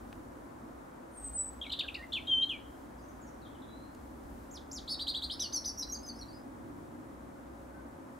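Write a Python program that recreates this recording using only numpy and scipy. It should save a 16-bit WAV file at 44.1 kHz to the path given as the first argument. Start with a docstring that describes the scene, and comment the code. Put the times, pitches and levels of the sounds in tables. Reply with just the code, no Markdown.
"""In a bare thicket a robin sings two phrases: thin whistles, quick slurs and a run of two-voiced arches.
Each note is a gliding tone; mild nonlinearity adds overtones and rasp, and trunks and twigs scatter it.
A second bird, made of fainter slurs, answers in the pause and once more after the song.
Behind them lie shaped-noise traffic, an engine pulling through its gears as gliding tones,
a low wavering hum with its octave, and two small ticks of decaying noise."""
import sys
import numpy as np
from scipy import signal
from scipy.fft import rfft, irfft, next_fast_len
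from scipy.io import wavfile
from scipy.ndimage import uniform_filter1d

SR = 44100
rng = np.random.default_rng(int(sys.argv[2]) if len(sys.argv) > 2 else 0)


def master(y):
    """Save y as 16-bit WAV."""
    cut = np.clip(np.atleast_2d(y).T, -1, 1)
    pcm = np.round(cut * 32767)  # scale
    wavfile.write(sys.argv[1], SR, pcm.astype(np.int16))


N = 361171
TIME = np.arange(N) / SR

# Spectrum of outdoor air and tyres. Each row: frequency in Hz, relative density in dB per Hz.
AIR = [(240, -23.5), (400, -5.5), (490, -3.5), (550, -3), (650, -5.5), (990, -6.5), (1450, -12),
       (2000, -20), (2700, -29), (4800, -34.5), (7800, -32.5), (10500, -34), (15500, -41.5)]
# Spectrum of the traffic drone. Each row: frequency in Hz, relative density in dB per Hz.
RUMBLE = [(50, -23), (90, -5.5), (180, -8), (212, -6.5), (238, 1.5), (265, -2), (300, -1), (345, -2.5),
          (410, -15), (560, -50.5)]
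# Spectrum of the deepest traffic. Each row: frequency in Hz, relative density in dB per Hz.
DEEP = [(18, -22.5), (35, -1), (52, 7), (64, 13), (80, -5), (110, -32.5)]
# Course of the deepest traffic. Each row: time in seconds, level in dB before DEEP_LIFT_DB.
DEEP_LEVEL = [(0, -60), (.9, -62), (1.07, -69), (1.3, -58.5), (3.25, -62), (3.55, -66), (4, -61.5),
              (5.55, -59), (6.7, -64), (8.19, -66)]
# Swell of the traffic. Each row: time in seconds, change of the drone in dB, change of the tyres in dB.
TRAFFIC = [(0, -.5, 0.5), (.9, -1.5, 1.5), (2.2, -1, -0.1), (3.3, 0, 0.5), (4.3, -0.2, -0.6), (5.8, 0, 0.5),
           (6.801, 2, 0), (8.19, -0.5, -0.3)]
AIR_DB, DRONE_DB, DEEP_LIFT_DB = -56.5, -52.5, 2
# Likeness of left and right in the background. Each row: frequency in Hz, correlation (no unit).
LIKENESS = [(60, 1), (90, 1), (130, 0.7), (290, 0.75), (450, -0.36), (700, -0.073), (1400, -0.22),
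            (3000, 0.26), (7000, 0.37), (15000, 0.11)]

# Pulls of the distant engine. Each row: start in seconds, length in seconds, first firing rate in Hz,
# last firing rate in Hz, level in dB before ENGINE_LIFT_DB.
ENGINE_PULLS = [(1.299, 1.15, 68, 83.5, -62.5), (2.804, 0.75, 58, 61.8, -62.5),
                (3.8, 2.05, 65.5, 79.1, -62), (7.001, 0.97, 63, 63.1, -60)]
ENGINE_LIFT_DB = 2.5
HUM_HZ, HUM_DB = 274, -61.5
HUM_OCTAVE_START_DB, HUM_OCTAVE_RISE_DB_PER_S = -77.5, 1.23
# Dry ticks. Each row: start in seconds, relative level in dB, decay constant in seconds,
# upper corner of the spectrum in Hz.
TICKS = [(0.1274, -41.5, 0.0024, 3150), (3.948, -53, 0.0033, 9150)]

# Colour of the scattered sound. Each row: frequency in Hz, gain in dB.
SCATTER = [(1500, 0), (2600, -4.5), (3600, 3), (5000, 1.5), (6400, 1), (8000, -3), (10000, -1),
           (15000, -6.5)]
# Trunk echoes. Each row: delay in seconds, level in dB, left minus right in dB.
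TRUNKS = [(.0096, -16.5, 6), (.016, -15.5, 1), (0.0178, -14, -8), (.031, -28, 8)]
LATE_DB, LATE_T60_S = -20, 0.85  # faint echo from trees further off, relative to the early twigs

# Short scoops of the distant bird. Each row: start in seconds, lowest pitch in Hz, level in dB.
FAR_SCOOPS = [(2.979, 4880, -74), (3.02, 5900, -71.5), (3.083, 5980, -70.5), (3.215, 6600, -65.5),
              (3.264, 5700, -69), (3.414, 3890, -70), (3.449, 3290, -63.5), (3.542, 3010, -68),
              (3.617, 3400, -65)]
# Long notes of the distant bird. Each row: start in seconds, length in seconds, start pitch in Hz,
# middle pitch in Hz, end pitch in Hz, level in dB, swell from start to end in dB.
FAR_SLURS = [(3.66, .31, 3820, 4120, 4200, -75, -20), (7.70, .133, 1420, 1544, 1440, -65, -4)]
FAR_TRIM_DB = -0.5  # direct sound only
SCOOP_S, SCOOP_SWELL_DB = 0.0305, -9.5
SCOOP_FROM, SCOOP_TO = 1.2, 1.05  # start and end pitch against the row's pitch

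# First held whistle. Each row: time in seconds, pitch in Hz, level in dB before WHISTLE_TRIM_DB.
THIN_WHISTLE = [(1.11, 9100, -74), (1.18, 8450, -51.5), (1.215, 8200, -57), (1.248, 8240, -41),
                (1.29, 8070, -40.5), (1.32, 8200, -60.5), (1.362, 8090, -36), (1.398, 7950, -32),
                (1.455, 8020, -47), (1.5, 7980, -45), (1.535, 7880, -74)]
# Second, lower whistle. Each row: time in seconds, pitch in Hz, level in dB before WHISTLE_TRIM_DB.
FULL_WHISTLE = [(2.271, 3150, -40), (2.294, 3275, -31.5), (2.321, 3143, -27), (2.345, 3121, -30.5),
                (2.384, 3096, -26.5), (2.399, 3190, -32), (2.436, 3150, -30), (2.452, 3186, -35.5),
                (2.486, 3160, -50)]
WHISTLE_TRIM_DB = -0.7
# Single-voiced slurs. Each row: start in seconds, length in seconds, start pitch in Hz,
# middle pitch in Hz, end pitch in Hz, middle level in dB, swell from start to end in dB.
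SLURS = [ (1.613, 0.02, 3540, 3226, 4000, -38.5, 0), (1.635, 0.026, 3360, 2640, 2150, -51, -11),
         (1.66, 0.0094, 3260, 3760, 4200, -48, 3), (1.665, 0.014, 2450, 2210, 2230, -51, -27),
         (1.695, 0.011, 3630, 4130, 3960, -42, -2), (1.701, .008, 3280, 3050, 2850, -38, -7),
         (1.722, .011, 4850, 3730, 3870, -38, 6), (1.834, .024, 1770, 1642, 1510, -53.5, -1),
         (1.878, .016, 3870, 2800, 2430, -40, 3.5), (1.963, 0.061, 2124, 1850, 1950, -53, 13),
         (2.023, 0.027, 1900, 2107, 1820, -51, 7), (2.269, 0.015, 3880, 3680, 3640, -45.5, 2),
         (2.417, 0.031, 3560, 4000, 4220, -45.5, -5), (2.491, .032, 3520, 3020, 2740, -34.5, -10.5),
         (2.516, 0.058, 2730, 2380, 2310, -44.5, -18), (5.42, 0.019, 5650, 6070, 6050, -39.5, -14.5),
         (5.773, 0.029, 5450, 5750, 5240, -41.5, 14), (5.781, 0.058, 6380, 5770, 4300, -41.5, -3),
         (5.822, 0.02, 3900, 4040, 4270, -43, 7), (6.279, 0.057, 4750, 4560, 4360, -63, -4),
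         (6.323, 0.105, 4920, 4960, 4990, -70, -16)]
SLUR_EDGE_DB = -3.5  # a slur is softer at its ends

# Chips. Each row: start in seconds, rise in seconds, fall in seconds, crest pitch in Hz, end pitch in Hz,
# crest level in dB, top pitch of the flick in Hz, level of the flick in dB.
CHIPS = [(1.713, .019, 0.0094, 4075, 2495, -34, 5010, -42),
         (1.788, .0136, .0165, 3740, 2337, -31.5, 4840, -35.5),
         (1.942, .013, 0.0083, 2820, 2110, -38, 5340, -42.5),
         (2.121, 0.022, 0.053, 3550, 2175, -33.5, 4600, -42)]
FLICK_FROM_HZ, FLICK_SHARE = 3200, .68  # the flick takes this share of the rise
CHIP_ENTRY_SHARE, CHIP_ENTRY_RATIO = 0.33, 0.76  # entry time within the rise; entry pitch against crest
CHIP_ENTRY_DB, CHIP_END_DB = -4.5, -13.5  # against the crest

# Tall calls that open the second phrase. Each row: start in seconds, length in seconds,
# start pitch in Hz, crest pitch in Hz, level in dB, swell from start to end in dB.
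TALL_CALLS = [(4.507, 0.076, 5200, 7490, -55, 9), (4.711, 0.083, 3830, 7450, -47, 7.5)]
TALL_RISE_S, TALL_PLUNGE_S, TALL_START_DB = .018, 0.019, 7  # the start is lifted by these dB
TALL_KNEE_HZ, TALL_END_HZ = 4680, 2870

# Two-voiced arches. Each row: start in seconds, length in seconds, share spent rising (no unit),
# crest pitch of the lower voice in Hz, distance of the upper voice in Hz, lower level in dB,
# upper against lower level in dB, swell of the lower voice in dB, closing drop of the lower voice in Hz.
ARCHES = [(4.873, .078, 0.48, 4530, 654, -38.5, -2, 12, 1200),
          (4.991, .044, 0.73, 4090, 616, -40, 0, 6, 350),
          (5.067, 0.049, 0.6, 4255, 480, -35, -4.5, 0, 1200),
          (5.140, 0.05, 0.7, 3980, 566, -37.5, -5.5, -9, 700),
          (5.216, .044, .7, 4220, 438, -39, -4, -3, 250),
          (5.297, 0.052, 0.83, 4560, 757, -42.5, -3, -15, 450)]
ARCH_FOOT_HZ, ARCH_DROP_SHARE, ARCH_EDGE_DB = 2893, .2, -7

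# Swoops. Each row: start in seconds, rise in seconds, sag in seconds, crest pitch in Hz, end pitch in Hz,
# exponent of the sag (no unit), crest level in dB, swell over the sag in dB,
# pitch ratio of the lower voice (no unit), its relative level in dB.
SWOOPS = [(5.391, 0.016, 0.067, 6150, 4280, 2.1, -35, -12, .655, -7),
          (5.521, 0.018, 0.044, 6230, 5320, 1.05, -38.5, 6, 0.78, -8),
          (5.641, .025, .04, 6140, 5370, 1.09, -38, -1.5, .83, -7)]
SWOOP_FOOT_HZ, SWOOP_FOOT_DB = 3080, -8.5

# Closing three-note figures. Each row: start in seconds, lead pitch in Hz, high pitch in Hz,
# lead level in dB, high level in dB, low level in dB.
FIGURES = [(5.885, 5700, 6380, -45, -38, -44.5), (6.028, 5040, 6220, -54.5, -49, -45),
           (6.153, 5150, 5710, -59, -53.5, -49.5)]
LEAD_S, HIGH_AT_S, HIGH_S, LOW_AT_S, LOW_S = 0.044, .034, 0.0304, .058, 0.0225
LEAD_FALL, HIGH_FALL, LOW_FALL = 0.023, 0.046, .14  # share of the pitch lost over each note
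LOW_RATIO = .745  # low against high pitch

# Octave overtone as the open beak radiates it. Each row: frequency in Hz, gain in dB.
BEAK = [(4000, -46), (5200, -42), (6500, -36.5), (7500, -27), (9000, -24.5), (10200, -14), (11400, -24.5),
        (13000, -18), (15500, -35)]
# Difference between the two microphones. Each row: frequency in Hz, left minus right in dB.
MIC_BALANCE = [(150, 0), (700, 1.5), (1400, 1), (3100, 0.5), (5200, 0.5), (8000, 0), (12500, 1)]
TOP_HZ = 15700


def undb(db):
    """Logarithmic level: decibels become an amplitude gain."""
    return 10 ** (np.asarray(db) / 20)


def unit(x):
    """Normalisation of power: scale to an rms of one."""
    return x / np.sqrt(np.mean(x ** 2))


def bin_hz():
    """Discrete spectrum: the frequency of every FFT bin."""
    return np.fft.rfftfreq(next_fast_len(N), 1 / SR)


def on_bins(points):
    """Interpolation along log frequency: read (Hz, value) points at every FFT bin."""
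    hz, value = np.transpose(points)
    return np.interp(np.log(bin_hz() + 1), np.log(hz), value)


def shape(x, gain):
    """Linear filtering: weight every FFT bin by a gain."""
    size = next_fast_len(N)
    return irfft(rfft(x, size) * gain, size)[..., :N]


def walk(rate):
    """Band-limited modulation: a smooth random wander, `rate` knots a second, with a spread near one."""
    knots = rng.standard_normal(int(N / SR * rate) + 2)
    wander = np.interp(TIME * rate, np.arange(len(knots)), knots)
    return 1.272 * uniform_filter1d(wander, int(SR / rate / 2) + 1)


def pan(db):
    """Interaural level difference: left and right gains."""
    return undb(np.array([[db], [-db]]) / 2)


def progress(length_s):
    """Normalised time: from 0 to 1 over a length of time."""
    return np.linspace(0, 1, max(int(length_s * SR), 8))


def add(track, start, hz, db, fade_s, waver):
    """Phase is the integral of frequency: add a gliding tone with soft ends to a complex track."""
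    begin = int(start * SR)
    span = slice(begin, min(begin + len(hz), N))
    count = span.stop - span.start
    t = np.arange(len(hz)) / SR
    gate = np.sin(np.pi / 2 * np.clip(np.minimum(t, t[-1] - t) / fade_s, 0, 1)) ** 2
    phase = 2 * np.pi * np.cumsum(hz[:count] * (1 + waver[span])) / SR
    amplitude = np.sqrt(2) * undb(db) * gate  # the level is the rms of the real part
    track[span] += amplitude[:count] * np.exp(1j * phase)


def held(curves, fade_s, waver):
    """Frequency and amplitude modulation: tones that follow (s, Hz, dB) curves."""
    track = np.zeros(N, complex)
    for curve in curves:
        s, hz, db = np.transpose(curve)
        t = np.arange(max(s[0], 0), s[-1], 1 / SR)
        add(track, t[0], np.interp(t, s, hz), np.interp(t, s, db), fade_s, waver)
    return track


def sing(notes, waver):
    """Superposition of (start, pitches, levels) notes; longer ones start more softly."""
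    track = np.zeros(N, complex)
    for start, hz, db in notes:
        fade_s = max(.0022, .1 * len(hz) / SR)
        add(track, start, hz, db, fade_s, waver)
    return track


def diffuse(spectrum):
    """Diffuse field: mid and side noise set the left-right correlation at each frequency."""
    likeness = np.clip(on_bins(LIKENESS), -.99, .99)
    gain = undb(on_bins(spectrum))
    mid = shape(rng.standard_normal(N), gain * np.sqrt(1 + likeness))
    side = shape(rng.standard_normal(N), gain * np.sqrt(1 - likeness))
    return np.array([mid + side, mid - side]) / np.std(mid)


def traffic():
    """Incoherent sum of noise bands: a deep swell, a drone and a wash of tyres under even hiss."""
    deep_db = DEEP_LIFT_DB + np.interp(TIME, *np.transpose(DEEP_LEVEL))
    deep = diffuse(DEEP) * undb(deep_db + 2.0 * walk(7.2))
    s, drone_db, tyres_db = np.transpose(TRAFFIC)
    drone = diffuse(RUMBLE) * undb(DRONE_DB + np.interp(TIME, s, drone_db) + 1.06 * walk(6))
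    air = diffuse(AIR) * undb(AIR_DB)
    # only the tyre band swells; the hiss above it stays even
    wash = shape(air, on_bins([(1800, 0.52), (3000, 0)]))  # linear gain
    swell = undb(np.interp(TIME, s, tyres_db) + 0.395 * walk(4.84))
    return deep + drone + air + wash * (swell - 1)


def engine():
    """Periodic firing: a tone at the firing rate glides over each pull in a gear."""
    pulls = []
    for s, length, from_hz, to_hz, db in ENGINE_PULLS:
        pulls.append([(s, from_hz, db), (s + length, to_hz, db)])
    firing = held(pulls, 0.13, 0.0056 * walk(9.43))
    return firing.real * undb(ENGINE_LIFT_DB + 0.79 * walk(12))


def hum():
    """Harmonic pair: a wavering fundamental and its octave, which slowly grows stronger."""
    phase = 2 * np.pi * np.cumsum(HUM_HZ * (1 + 0.00395 * walk(6))) / SR
    fundamental = undb(HUM_DB + 1.8 * walk(1.2)) * np.sin(phase)
    octave_db = HUM_OCTAVE_START_DB + HUM_OCTAVE_RISE_DB_PER_S * TIME
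    octave = undb(octave_db + 2 * walk(0.904)) * np.sin(2 * phase)
    return np.sqrt(2) * (fundamental + octave)


def ticks():
    """Damped transients: noise bursts with a sharp onset that die within milliseconds."""
    out = np.zeros((2, N))
    for s, db, decay, top_hz in TICKS:
        age = np.maximum(TIME - s, 0)
        colour = undb(on_bins([(200, 0), (1500, -3), (top_hz, -11), (2.6 * top_hz, -28)]))
        crack = unit(shape(rng.standard_normal((2, N)), colour))
        envelope = np.exp(-age / decay) * (1 - np.exp(-age / 0.00023))
        # mostly one noise for both ears, a little louder on the left; only the right ear gets a little of its
        # own
        out += undb(db) * (crack[0] + 0.28 * crack) * envelope
    return out


def thicket(x, twigs_db, t60, spread):
    """Multiple scattering: a few trunk echoes and a dense, fading spray of twig reflections."""
    t = TIME[:N // 12]
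    hits = rng.random(len(t)) < 3000 / SR  # on average 3000 reflections a second
    twigs = hits * rng.exponential(size=len(t)) ** .5
    mid, side = rng.standard_normal((2, len(t))) * twigs
    decay = undb(-60 * t / t60) + undb(LATE_DB - 60 * t / LATE_T60_S)
    fade = decay * (1 - np.exp(-t / 0.001407))
    response = np.array([mid + spread * side, mid - spread * side]) * fade
    response = undb(twigs_db) * response / np.sqrt(np.sum(response ** 2) / 2)
    for delay, db, pan_db in TRUNKS:
        response[:, int(delay * SR)] += undb(db) * pan(pan_db)[:, 0]
    coloured = shape(x, undb(on_bins(SCATTER)))
    return signal.fftconvolve(coloured[None], response, axes=1)[:, :N]


def slur(start, length, from_hz, middle_hz, to_hz, db, swell_db):
    """Quadratic glide: one voice bends smoothly through three pitches."""
    u = 2 * progress(length) - 1
    slope, bend = (to_hz - from_hz) / 2, (from_hz + to_hz) / 2 - middle_hz
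    hz = middle_hz + slope * u + bend * u ** 2
    return start, hz, db + swell_db * u / 2 + SLUR_EDGE_DB * u ** 2


def far_bird():
    """Frequency glides at a distance: dips through short scoops and a few drawn-out notes."""
    notes = [slur(*row) for row in FAR_SLURS]
    for s, hz, db in FAR_SCOOPS:
        notes.append(slur(s, SCOOP_S, hz * SCOOP_FROM, hz, hz * SCOOP_TO, db, SCOOP_SWELL_DB))
    return sing(notes, 0.01 * walk(300)).real


def chips():
    """Two independent voices: one flicks upward, the other enters under it, crests and tumbles."""
    for start, rise, fall, crest_hz, end_hz, db, top_hz, flick_db in CHIPS:
        flick = progress(FLICK_SHARE * rise)
        yield start, FLICK_FROM_HZ + (top_hz - FLICK_FROM_HZ) * flick, flick_db
        up, down = 1 - progress(rise * (1 - CHIP_ENTRY_SHARE)), progress(fall)
        climb_hz = crest_hz * (1 - (1 - CHIP_ENTRY_RATIO) * up ** 1.8)
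        tumble_hz = end_hz + (crest_hz - end_hz) * (1 - down) ** 1.35
        level_db = db + np.r_[CHIP_ENTRY_DB * up, CHIP_END_DB * down ** 1.8]
        yield start + CHIP_ENTRY_SHARE * rise, np.r_[climb_hz, tumble_hz], level_db


def tall_calls():
    """Piecewise glide: one voice shoots up, slides down evenly and plunges at the end."""
    for start, length, from_hz, crest_hz, db, swell_db in TALL_CALLS:
        u = progress(length)
        t = u * length
        corners_s = [TALL_RISE_S, length - TALL_PLUNGE_S, length]
        hz = np.interp(t, corners_s, [crest_hz, TALL_KNEE_HZ, TALL_END_HZ])
        up = np.maximum(1 - t / TALL_RISE_S, 0)
        level_db = db + swell_db * (u - .5) + TALL_START_DB * up
        yield start, hz + (from_hz - crest_hz) * up ** 1.8, level_db


def arches():
    """Parallel motion: two voices climb a fixed distance apart, level off and drop unequally."""
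    for start, length, rise, crest_hz, upper_hz, db, upper_db, swell_db, drop_hz in ARCHES:
        u = progress(length)
        up = np.maximum(1 - u / rise, 0)
        down = np.maximum(1 - (1 - u) / ARCH_DROP_SHARE, 0)
        hz = crest_hz + (ARCH_FOOT_HZ - crest_hz) * up ** 1.7
        level_db = db + ARCH_EDGE_DB * (2 * u - 1) ** 2
        yield start, hz - drop_hz * down ** 1.4, level_db + swell_db * (u - .5)
        yield start, hz + upper_hz - 0.26 * drop_hz * down ** 2.0, level_db + upper_db


def swoops():
    """Constant pitch ratio: a steep climb and a long sag, shadowed by the lower voice."""
    for start, rise, sag, crest_hz, end_hz, curve, db, swell_db, ratio, lower_db in SWOOPS:
        up, down = 1 - progress(rise), progress(sag)
        climb_hz = crest_hz + (SWOOP_FOOT_HZ - crest_hz) * up ** 2.2
        sag_hz = end_hz + (crest_hz - end_hz) * (1 - down) ** curve
        hz = np.r_[climb_hz, sag_hz]
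        level_db = db + np.r_[SWOOP_FOOT_DB * up ** 1.9, swell_db * down]
        yield start, hz, level_db
        yield start, hz * ratio, level_db + lower_db


def figures():
    """Overlapping glides: lead-in, high note and low note, each sinking more than the one before."""
    for start, lead_hz, high_hz, lead_db, high_db, low_db in FIGURES:
        parts = [(0, LEAD_S, lead_hz, LEAD_FALL, lead_db),
                 (HIGH_AT_S, HIGH_S, high_hz, HIGH_FALL, high_db),
                 (LOW_AT_S, LOW_S, high_hz * LOW_RATIO, LOW_FALL, low_db)]
        for delay, length, hz, fall, db in parts:
            yield slur(start + delay, length, hz * (1 + fall / 2), hz, hz * (1 - fall / 2), db, 0)


def robin(overtone_growth=0.79):
    """Nonlinear mixing in the syrinx: nearly pure voices yield weak overtones and sum tones."""
    notes = [*(slur(*row) for row in SLURS), *chips(), *tall_calls(), *arches(), *swoops(), *figures()]
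    quick = sing(notes, 0.0047 * walk(450)) * undb(1.83 * walk(260))
    whistles = held([THIN_WHISTLE, FULL_WHISTLE], 0.0039, 0.0027 * walk(140))
    voices = quick + whistles * undb(WHISTLE_TRIM_DB + 2.0 * walk(130))
    effort = uniform_filter1d(np.abs(voices), size=130) + 1e-9  # smoothed over about 3 ms
    swing = voices / effort
    # soft notes are reedier: overtones grow more slowly than the fundamental
    reed = undb(-39.5) * (effort / undb(-40)) ** overtone_growth
    octave = shape((reed * swing ** 2).real * undb(2 * walk(200)), undb(on_bins(BEAK)))
    twelfth = undb(-42.5) * (reed * swing ** 3).real
    # where the two voices beat, they grow side tones and a trace of rasp
    beat = np.abs(swing) ** 2 - 1
    tone = (voices * (1 - 0.089 * beat)).real
    hiss_colour = undb(on_bins([(3000, -18.5), (6000, 6), (9000, 5), (15000, 0)]))
    hiss = unit(shape(rng.standard_normal(N), hiss_colour))
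    rasp = np.abs(quick) * (0.67 + np.abs(beat)) * hiss
    return tone + octave + twelfth + undb(-33) * rasp


def scene(right_leads_s=4e-6):
    """Superposition: the background, the far bird and the near robin, a hair right of centre by delay."""
    background = traffic() + engine() + hum() + ticks()
    far = far_bird()
    far_heard = undb(FAR_TRIM_DB) * far + thicket(far, twigs_db=0.0, t60=0.49, spread=0.5)
    song = robin()
    lead = np.exp(1j * np.pi * right_leads_s * np.outer([-1, 1], bin_hz()))
    near_heard = shape(song, lead) + thicket(song, twigs_db=-6.5, t60=0.31, spread=0.32)
    return background + far_heard + near_heard


def record(dry):
    """Transducer response: two slightly unequal microphones, then an elliptic low-pass."""
    heard = shape(dry, undb(np.outer([.5, -.5], on_bins(MIC_BALANCE))))
    low_pass = signal.ellip(10, .2, 70, TOP_HZ, fs=SR, output="sos")
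    return signal.sosfilt(low_pass, heard)


dry = scene()
out = record(dry)
master(out)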